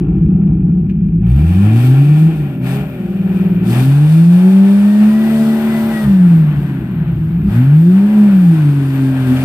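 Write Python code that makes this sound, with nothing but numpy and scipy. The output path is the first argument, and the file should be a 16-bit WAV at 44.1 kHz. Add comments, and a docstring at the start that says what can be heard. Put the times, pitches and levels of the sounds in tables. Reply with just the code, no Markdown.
"""A six-cylinder off-road car rocks and reverses through deep mud in a wood, a few metres away.
It idles, burbling raggedly, with buzzing trim that settles within 1 s. Even firings boom near-pure on throttle at
1.1 and 2.6 s; the pipe throbs while coasting from 3 s, and a long pull at 3.6 s climbs past 220 Hz.
Short swells of pipe tone follow the lift at 6 s, then two more pulls at 7.4 and 8.5 s; knocks fall at 0.9, 7.1
and 9.4 s. Throughout, the block clatters with the firings, the intake hisses under a steadier high hiss, a gear
whines and the trees scatter the exhaust."""
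import sys
import numpy as np
from scipy import signal
from scipy.fft import rfft, irfft, next_fast_len
from scipy.io import wavfile
from scipy.ndimage import uniform_filter1d, minimum_filter1d

SR = 44100
rng = np.random.default_rng(int(sys.argv[2]) if len(sys.argv) > 2 else 0)


def unload_audio(sound):
    """Save the sound as a 16-bit wav file, at the path given as the first command line argument."""
    columns = np.transpose(np.atleast_2d(sound))
    # keep every value between -1 and 1, then stretch to whole-number steps
    steps = np.round(np.clip(columns, -1, 1) * 32767)
    wavfile.write(sys.argv[1], SR, steps.astype(np.int16))


N = 416304
SIZE = next_fast_len(N)
HZ = np.arange(SIZE // 2 + 1) * SR / SIZE + 1  # FFT bins, kept above 0 for the logarithm
T = np.arange(N) / SR
THUMP_HZ = 64  # silencer

# Foot on the pedal. Each row: pressed at in seconds, lifted at in seconds, change of the second firing
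# multiple in dB, of the third in dB, of the intake hiss at the press in dB.
THROTTLE = [(1.147, 2.27, 0.5, -1.5, 1.5), (2.59, 2.78, -3, 6, 1), (3.621, 5.996, 0, 0, 5.5),
            (7.42, 8.297, -2.5, -4.5, -2), (8.496, 9.44, 4.5, 1.5, 0.5)]


def undb(db):
    """Amplitude ratio of a level in dB."""
    return np.exp(np.asarray(db) * np.log(10) / 20)


def unit(x):
    """Scale to an RMS of 1."""
    return x / np.sqrt(np.mean(x ** 2))


def curves(table):
    """Columns of a time table, one value a sample."""
    s, *columns = np.transpose(table)
    return [np.interp(T, s, c) for c in columns]


def over_hz(table):
    """A (Hz, value) table on the FFT bins, interpolated over log frequency."""
    hz, value = np.transpose(table)
    return np.interp(np.log(HZ), np.log(hz), value)


def resonance(x, hz, width_hz):
    """Band-pass of gain 1 at its centre."""
    return signal.lfilter(*signal.iirpeak(hz, hz / width_hz, fs=SR), x)


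def gliding_resonance(gas, hz, width_hz):
    """Narrow noise round a moving centre: slow noise rides on a gliding carrier."""
    slow = signal.sosfilt(signal.butter(2, width_hz / 2, fs=SR, output="sos"), gas)
    phase = 2 * np.pi * np.cumsum(hz) / SR
    return slow[0] * np.cos(phase) + slow[1] * np.sin(phase)


def panel_gain(table):
    """Summed resonance peaks of sheet metal or trim on the FFT bins."""
    return sum(undb(db) / (1 + (2 * (HZ - hz) / width_hz) ** 2) for hz, width_hz, db in table)


def wide_noise(gain):
    """Coloured noise, partly alike in the two channels, of overall RMS 1."""
    # Each row: frequency in Hz, likeness of left and right 0-1.
    likeness = [(300, .98), (700, .93), (1400, .75), (2800, .55), (5000, .35), (10000, .2)]
    # Each row: frequency in Hz, phase lead of the left port in radians.
    left_lead = [(300, 0), (1460, -0.1), (2070, -3), (2400, -.5), (3500, -3), (5500, -8)]
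    mid, side = rng.standard_normal((2, len(HZ))) + 1j * rng.standard_normal((2, len(HZ)))
    alike = np.clip(over_hz(likeness), 0, 1)
    pair = np.sqrt(1 + alike) * mid + np.sqrt(1 - alike) * side * np.array([[1], [-1]])
    pair[0] *= np.exp(1j * over_hz(left_lead))
    return unit(irfft(pair * gain, SIZE)[:, :N])


def waver(db, rate, t=T):
    """A gain that wanders by about db, rate times a second."""
    knots = np.repeat(rng.standard_normal(int(N / SR * rate) + 2), 8)
    wander_db = 1.4 * db * uniform_filter1d(knots, size=8)
    return np.interp(t, np.arange(len(knots)) / (8 * rate), undb(wander_db))


def partials(table, phase, wander_db, scatter):
    """Wavering multiples of a low phase, RMS 1 in all; scatter 0 starts them all in step."""
    slow = 8  # low tones are computed at every eighth sample
    tone = 0
    for multiple, db in table:
        angle = multiple * phase[::slow] + scatter * rng.uniform(0, 2 * np.pi)
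        tone = tone + undb(db) * waver(wander_db, 12, T[::slow]) * np.cos(angle)
    return unit(signal.resample_poly(tone, slow, 1)[:N])


def puffs(firings, depth, scatter_db):
    """A smooth swell for each firing, each of its own size."""
    size = undb(scatter_db * rng.standard_normal(N // 100))[firings.astype(int)]
    return unit(1 - depth + depth * 2 * size * np.sin(np.pi * firings) ** 2)


def pedal():
    """How far each press holds the throttle open, 0-1."""
    press_s, lift_s = .05, .45
    return np.array([np.clip(np.minimum((T - pressed) / press_s, 1 - (T - lifted) / lift_s), 0, 1)
                     for pressed, lifted, *_ in THROTTLE])


def shut():
    """0 with the pedal down, climbing to 1 after each lift."""
    return 1 - pedal().max(axis=0)


def press_hiss_db():
    """The intake hiss starts louder or softer at each press, then settles."""
    settle_s = 1.2
    return sum(db * down * np.exp(-np.maximum(T - s, 0) / settle_s)
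               for down, (s, *_, db) in zip(pedal(), THROTTLE))


def trees(exhaust):
    """Trunks send back a short scattered tail, as decaying noise from 15 ms on."""
    level_db, t60_s = -18.5, 0.91
    t = T[:SR]
    trunks = rng.standard_normal((2, len(t))) * undb(-60 * t / t60_s) * (t > .015)
    trunks *= undb(level_db) / np.sqrt(np.sum(trunks[0] ** 2))
    # long waves pass round the trunks
    scattered = signal.sosfilt(signal.butter(2, 300, "high", fs=SR, output="sos"), exhaust)
    return signal.fftconvolve(scattered[None], trunks, axes=1)[:, :N]


def knocks():
    """Short rattling blows, coloured by the body panels."""
    # Sharp knocks on the body. Each row: start in seconds, peak in dB.
    blows = [(.894, -34), (7.079, -41), (7.165, -42), (9.364, -23), (9.411, -24)]
    # Body resonances. Each row: centre in Hz, width in Hz, level in dB.
    body = [(1700, 500, 11.5), (2380, 790, 19.5), (3600, 2000, -0.5)]
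    t60_s, rise_s = .09, .003
    t = T[:SR // 8]
    out = np.zeros(N + len(t))
    for s, db in blows:
        rattle = rng.standard_normal(len(t)) * undb(-60 * t / t60_s) * np.tanh(t / rise_s)
        blow = sum(undb(level_db) * unit(resonance(resonance(rattle, hz, width_hz), hz, 2 * width_hz))
                   for hz, width_hz, level_db in body)
        start = int(s * SR)
        out[start:start + len(t)] += undb(db) * blow / np.abs(blow).max()
    return out[:N]


def trim_buzz():
    """Loose trim buzzes at idle and settles: wavering noise through resonances."""
    # Each row: time in seconds, level in dB.
    idle_rattle = [(0, -47.5), (.45, -49.5), (.8, -52), (1.0, -67.5), (9.44, -87)]
    # Each row: centre in Hz, width in Hz, level in dB.
    trim = [(620, 270, -3.5), (775, 88, 1.5), (1050, 490, -10.5), (1370, 130, -6.5)]
    return undb(curves(idle_rattle)[0]) * waver(2.5, 25) * wide_noise(panel_gain(trim))


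def hisses(clatter_db, puff):
    """Intake air noise pulsed by the firings, and a steadier high hiss; both levels follow the clatter."""
    # Each row: clatter level in dB, intake hiss level in dB, high hiss level in dB.
    hiss_levels = [(-61, -86, -89), (-54, -84.5, -85.5), (-43.5, -58.5, -57), (-35.5, -45.5, -52),
                   (-28.5, -39, -49), (-32.5, -40.5, -45)]
    # Intake colour. Each row: frequency in Hz, relative density in dB per Hz.
    intake_colour = [(2120, -16.5), (3600, 4), (3940, -5), (4310, -2), (5460, -7.5), (6700, -13),
                     (9220, -5), (10800, -7), (13500, -9), (14500, -6.5), (15200, -23)]
    coast_db, high_hz, high_width_hz = -4, 14000, 2500
    law, *levels = np.transpose(hiss_levels)
    intake_db, high_db = (np.interp(clatter_db, law, db) for db in levels)
    intake_db = intake_db + coast_db * shut() + press_hiss_db()
    intake = undb(intake_db) * waver(1.1, 12) * puff * wide_noise(undb(over_hz(intake_colour)))
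    high_gain = np.exp(-((HZ - high_hz) / high_width_hz) ** 2)
    return intake + undb(high_db) * waver(1.6, 12) * wide_noise(high_gain)


def clatter(clatter_db, puff):
    """Block noise and rattling sheet metal, changing colour as the car backs off."""
    # Each row: time in seconds, how far the car has backed off 0-1.
    backing = [(0, 0), (2.5, 0.23), (4, 0.68), (6, 1), (9.44, 0.85)]
    # Near colour. Each row: frequency in Hz, relative density in dB per Hz.
    near_colour = [(250, -33.5), (420, -7.5), (540, -5), (713, -3), (786, 3.5), (865, -9), (1050, -10.5),
                   (1280, -13.5), (1460, -16), (1830, -6), (2080, -16.5), (2470, -10), (2750, -10.5),
                   (3810, -22.5), (4200, -36.5), (5460, -54.5), (9240, -120)]
    # Far colour. Each row: frequency in Hz, relative density in dB per Hz.
    far_colour = [(250, -32.5), (420, -5.5), (445, -10), (509, -9.5), (566, -6.5), (661, -7), (865, -8),
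                  (1110, -12), (1560, -9.5), (1940, -11), (2400, -15.5), (2970, -17), (4200, -28.5),
                  (5460, -66.5), (9240, -120)]
    # Rattling sheet metal. Each row: centre in Hz, width in Hz, level in dB.
    panels = [(780, 58, 1.5), (1400, 110, 0), (1690, 80, -11.5), (2410, 460, -0.5), (3200, 400, -13.5)]
    panels_db = -4.5  # over the near clatter
    away = np.clip(curves(backing)[0], 0, 1)
    near = wide_noise(undb(over_hz(near_colour)))
    far = wide_noise(undb(over_hz(far_colour)))
    rattle = undb(panels_db) * waver(1.1, 25) * wide_noise(panel_gain(panels))
    colour = np.sqrt(1 - away) * (near + rattle) + np.sqrt(away) * far
    return undb(clatter_db) * waver(0.98, 14) * puff * colour


def block(firings, hz):
    """Clatter and intake hiss swell with each firing; the swells blur together at high revs."""
    # Each row: time in seconds, clatter level in dB.
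    block_level = [(0, -51), (.4, -53), (.85, -56), (1.2, -54.5), (1.26, -45.5), (1.31, -38.5), (1.5, -37),
                   (1.78, -31.5), (2.1, -34.5), (2.35, -37), (2.6, -43), (2.67, -31.5), (2.77, -32),
                   (2.86, -40.5), (3.15, -41.5), (3.36, -35.5), (3.61, -40.5), (3.76, -27), (3.87, -33),
                   (4.1, -35.5), (5.0, -33), (5.95, -30.5), (6.1, -33.5), (6.42, -36), (7.15, -42),
                   (7.46, -42), (7.55, -32.5), (7.63, -34), (7.74, -36.5), (8.2, -34), (8.85, -35.5),
                   (9.23, -33.5), (9.36, -30)]
    clatter_db = curves(block_level)[0]
    puff = puffs(firings, np.clip(18 / hz, 0, 1), 2.5)
    return clatter(clatter_db, puff) + hisses(clatter_db, puff) + trim_buzz()


def gear_whine():
    """Meshing teeth of two gear pairs sing as wavering sines."""
    # Each row: time in seconds, pitch in Hz, level in dB.
    whine_track = [(0, 1443, -83), (4.0, 1517, -60.5), (4.6, 1724, -62), (5.1, 1890, -41),
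                   (5.35, 1953, -46), (5.9, 1979, -40.5), (6.05, 1856, -40), (6.3, 1586, -70.5),
                   (8.3, 1523, -71.5), (8.6, 1501, -49.5), (8.9, 1512, -45.5), (9.05, 1596, -46),
                   (9.44, 1560, -45)]
    second_ratio, second_db = .665, -10
    whine_hz, whine_db = curves(whine_track)
    teeth = 2 * np.pi * np.cumsum(whine_hz * waver(.1, 40)) / SR
    first = waver(4, 14) * np.sin(teeth)
    second = undb(second_db) * waver(3, 14) * np.sin(second_ratio * teeth)
    return np.sqrt(2) * undb(whine_db) * (first + second)


def crank_tones(turn):
    """Weaker multiples of the crank rate; the manifold favours some of the upper ones."""
    # Each row: multiple of the crank rate (a third of the firing rate), relative level in dB.
    crank = [(1, -23.5), (1.5, -23.5), (2, -13), (2.5, -24), (3.5, -23.5), (4, -21), (4.5, -19.5), (5, -17),
             (7, -24), (8, -16.5), (9, -23), (10, -33), (11, -18), (12, -26), (13, -22.5), (14, -21.5),
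             (15, -34), (16, -28.5)]
    # Each row: time in seconds, level under the sixth multiple in dB, level over it in dB.
    load = [(0, -61.5, -50.5), (1.3, -35, -47), (1.9, -44.5, -47), (2.3, -36, -40.5), (2.9, -46.5, -34),
            (3.6, -52, -33), (4.1, -31, -38.5), (4.5, -35.5, -32.5), (4.9, -32.5, -39), (5.3, -25, -35),
            (5.9, -27.5, -29.5), (6.05, -33, -41.5), (6.3, -31.5, -47.5), (7.4, -42, -51.5),
            (7.8, -31.5, -47.5), (8.2, -27.5, -33), (8.7, -35, -51.5), (9.1, -36, -32.5),
            (9.44, -26.5, -28.5)]
    # Manifold resonances. Each row: centre in Hz, width in Hz, gain in dB.
    manifold = [(390, 110, -5), (600, 110, -0.5), (835, 260, -3)]
    low = partials([row for row in crank if row[0] < 6], turn, 2.7, 0.7)
    high = partials([row for row in crank if row[0] > 6], turn, 1.8, 1)
    favoured = sum(undb(db) * resonance(high, hz, width_hz) for hz, width_hz, db in manifold)
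    low_db, high_db = curves(load)
    return undb(low_db) * low + undb(high_db) * favoured


def pipe_swells():
    """Short swells of pipe tone over a low thump, around lifts and as the throttle opens at 7.4 s."""
    # Each row: centre in seconds, level in dB, pitch in Hz, length in seconds.
    swell_rows = [(2.4, -18, 187.7, .04), (6.08, -11, 139.3, .04), (6.58, -11, 144, .015),
                  (6.65, -15, 154, .015), (7.01, -12, 159, 0.032), (7.11, -12.5, 167, 0.03),
                  (7.31, -12.5, 164, 0.014), (7.38, -13, 182, 0.02), (7.47, -7.5, 202.3, .04)]
    thump_db = -8.5
    out = np.zeros(N)
    for s, db, hz, length_s in swell_rows:
        t = T - s
        tone = np.sin(2 * np.pi * hz * t)
        thump = undb(thump_db) * np.cos(2 * np.pi * THUMP_HZ * t)
        out += undb(db) * np.exp(-(t / length_s) ** 2) * (tone + thump)
    return out


def throb(firings):
    """Coasting, one cylinder a cycle pops harder: neighbouring tones line up once a cycle, then cancel."""
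    # Each row: time in seconds, level in dB.
    throb_level = [(2.9, -55), (3.0, -21), (3.2, -15), (3.45, -11.5), (3.65, -12.5), (3.8, -22),
                   (3.9, -44.5)]
    # Each row: multiple of the six-firing cycle, relative level in dB.
    throb_tones = [(3, -22.5), (8, -15.5), (9, -1.5), (10, 0.5), (11, -20), (14, -26.5), (15, -30),
                   (19, -28), (20, -17)]
    peak_s = 3.415  # moment of one beat
    cycle = 2 * np.pi * (firings - firings[int(peak_s * SR)]) / 6
    return undb(curves(throb_level)[0]) * partials(throb_tones, cycle, 0.61, 0)


def burble(firings):
    """Ragged gas, pushed by the firings, rings two pipe resonances and the silencer."""
    # Each row: time in seconds, level in dB, upper resonance over it in dB.
    gas_flow = [(0, -12.5, -9), (.4, -10, -13.5), (1.0, -13.5, -18.5), (1.25, -15, -14),
                (1.45, -19.5, -8.5), (1.8, -25.5, 0.5), (2.25, -25.5, -0.5), (2.8, -20, -13.5),
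                (3.0, -28, -14), (3.55, -25.5, -4), (3.72, -21, -0.5), (4.2, -36.5, -14),
                (5.0, -39.5, -2.5), (5.95, -27.5, -7), (6.4, -20, -11.5), (6.85, -21.5, -10),
                (7.05, -17, -17.5), (7.45, -14, -15.5), (7.7, -28.5, -6.5), (8.2, -34, -10), (8.7, -31, 3),
                (9.44, -36, -1.5)]
    pipe_hz, pipe_width_hz, pipe_waver_db = 171, 40.7, 0.66
    upper_hz, upper_width_hz = 310, 103
    thump_width_hz, thump_db, coast_thump_db = 43, -15, 2.5
    level_db, upper_db = curves(gas_flow)
    gas = puffs(firings, 0.43, 0.75) * rng.standard_normal((4, N))
    pipe = gliding_resonance(gas[[0, 3]], pipe_hz * waver(pipe_waver_db, 5), pipe_width_hz)
    # strong swings lose more to turbulence, which evens out the ringing
    swing = uniform_filter1d(uniform_filter1d(unit(pipe) ** 2, size=500), size=500)
    pipe = pipe / (swing + .08) ** .3
    upper = resonance(resonance(gas[1], upper_hz, upper_width_hz), upper_hz, upper_width_hz)
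    thump = resonance(resonance(gas[2], THUMP_HZ, thump_width_hz), THUMP_HZ, thump_width_hz)
    thump = undb(thump_db + coast_thump_db * shut()) * unit(thump)
    ringing = undb(level_db) * (unit(pipe) + undb(upper_db) * unit(upper) + thump)
    # the silencer swallows what lies above the pipe resonances
    return signal.sosfilt(signal.butter(6, 420, fs=SR, output="sos"), ringing)


def boom(turn, hz, boom_db):
    """The even firing tone, with its second and third multiples as the pipe passes them."""
    # Each row: frequency of the multiple in Hz, level as a second in dB, level as a third in dB.
    overtones = [(101, -17.5, -30), (126, -10.5, -18.5), (150, -7, -8), (203, -17, -18),
                 (236, -20.5, -35.5), (262.6, -20.5, -35), (311, -29.5, -29.5), (350, -26.5, -24.5),
                 (378.6, -29.5, -31), (410, -35, -41.5), (453, -36.5, -48), (590, -40, -42.5),
                 (674, -40, -37)]
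    full_boom_db, follow = -8, 0.31  # multiples sink by this share of the boom's fall
    coast_second_db, coast_third_db = -9, -6.5  # with the throttle shut
    pipe_hz, second_db, third_db = np.transpose(overtones)
    sink_db = follow * np.minimum(boom_db - full_boom_db, 0)
    press_db = np.transpose(THROTTLE)[2:4] @ pedal()
    out = undb(boom_db) * waver(1.2, 30) * np.sin(3 * turn)
    for k, db, coast_db in ((2, second_db, coast_second_db), (3, third_db, coast_third_db)):
        level_db = np.interp(k * hz, pipe_hz, db) + sink_db + press_db[k - 2] + coast_db * shut()
        out = out + undb(level_db) * waver(3, 14) * np.sin(3 * k * turn + k - 1)
    return np.sqrt(2) * out


def scene():
    """Exhaust reaches the right port first; block noise and the trees' tail join it."""
    # Each row: time in seconds, firing rate in Hz, boom level in dB.
    engine = [(0, 50.16, -20.5), (.85, 54.72, -29.5), (1.2, 53.94, -23.5), (1.3, 60.67, -7.5),
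              (1.5, 87, -12), (1.8, 120, -8), (2.1, 148, -6), (2.28, 162.4, -7), (2.34, 159.7, -18),
              (2.42, 146.1, -12), (2.57, 128, -27.5), (2.63, 126.4, -16.5), (2.8, 138.8, -16),
              (2.87, 134.6, -31.5), (3.05, 116.7, -32.5), (3.5, 114.9, -31), (3.61, 110.1, -25),
              (3.72, 119.3, -12), (3.94, 140.9, -6.5), (4.2, 165, -5), (4.5, 189.9, -5.5),
              (4.9, 206.2, -6.5), (5.28, 221.5, -10.5), (5.93, 223, -15.5), (6.03, 212, -15),
              (6.15, 188.9, -4.5), (6.45, 153, -6.5), (6.55, 144.7, -16), (6.92, 124.4, -25),
              (7.28, 107.7, -33), (7.45, 96.5, -30.5), (7.56, 116, -9), (7.78, 157.5, -4.5),
              (7.98, 194.8, -7), (8.12, 212.5, -7.5), (8.26, 206, -4.5), (8.5, 167, -7.5),
              (8.65, 146, -9.5), (8.85, 136.1, -14.5), (9.18, 131.5, -15), (9.3, 127, -15),
              (9.44, 132.5, -15.5)]
    # Each row: time in seconds, lag of the left port in ms, wandering over time.
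    left_lag = [(0, 0.051), (3, 0.14), (4.5, 0.13), (8, 0.00075), (9.44, .12)]
    hz, boom_db = curves(engine)
    firings = np.cumsum(hz) / SR  # running count
    turn = 2 * np.pi * firings / 3  # crank angle in radians
    exhaust = knocks() + gear_whine() + crank_tones(turn) + pipe_swells()
    exhaust = exhaust + throb(firings) + burble(firings) + boom(turn, hz, boom_db)
    late = np.interp(T - curves(left_lag)[0] / 1000, T, exhaust)
    return np.array([late, exhaust]) + block(firings, hz) + trees(exhaust)


def record(dry):
    """Two microphone ports colour and hiss; deep bass is cut, a limiter holds peaks, then the top is cut."""
    # Each row: frequency in Hz, left minus right in dB.
    port_db = [(60, 0.5), (110, 0.5), (200, 0.5), (380, 2.5), (690, 2.5), (1280, 7), (2350, 6),
               (4340, -0.5), (8000, 14.5), (14800, -9.5)]
    # Hiss colour. Each row: frequency in Hz, relative density in dB per Hz.
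    self_noise = [(2650, -39), (4500, -7.5), (5750, -15.5), (8330, -19), (11100, -7.5), (13500, 2.5),
                  (15200, -1)]
    self_noise_db, limit, limit_s, top_hz = -67.5, .97, .012, 15100
    tilt = undb(over_hz(port_db) / 2 * np.array([[1], [-1]]))
    x = dry + undb(self_noise_db) * wide_noise(undb(over_hz(self_noise)))
    x = irfft(rfft(x, SIZE) * tilt, SIZE)[:, :N]
    x = signal.sosfilt(signal.butter(4, 42, "high", fs=SR, output="sos"), x)
    span = int(limit_s * SR)
    room = minimum_filter1d(limit / np.maximum(np.abs(x).max(axis=0), limit), size=2 * span)
    x = x * uniform_filter1d(room, size=span)
    return signal.sosfilt(signal.ellip(10, .2, 70, top_hz, fs=SR, output="sos"), x)


dry = scene()
out = record(dry)
unload_audio(out)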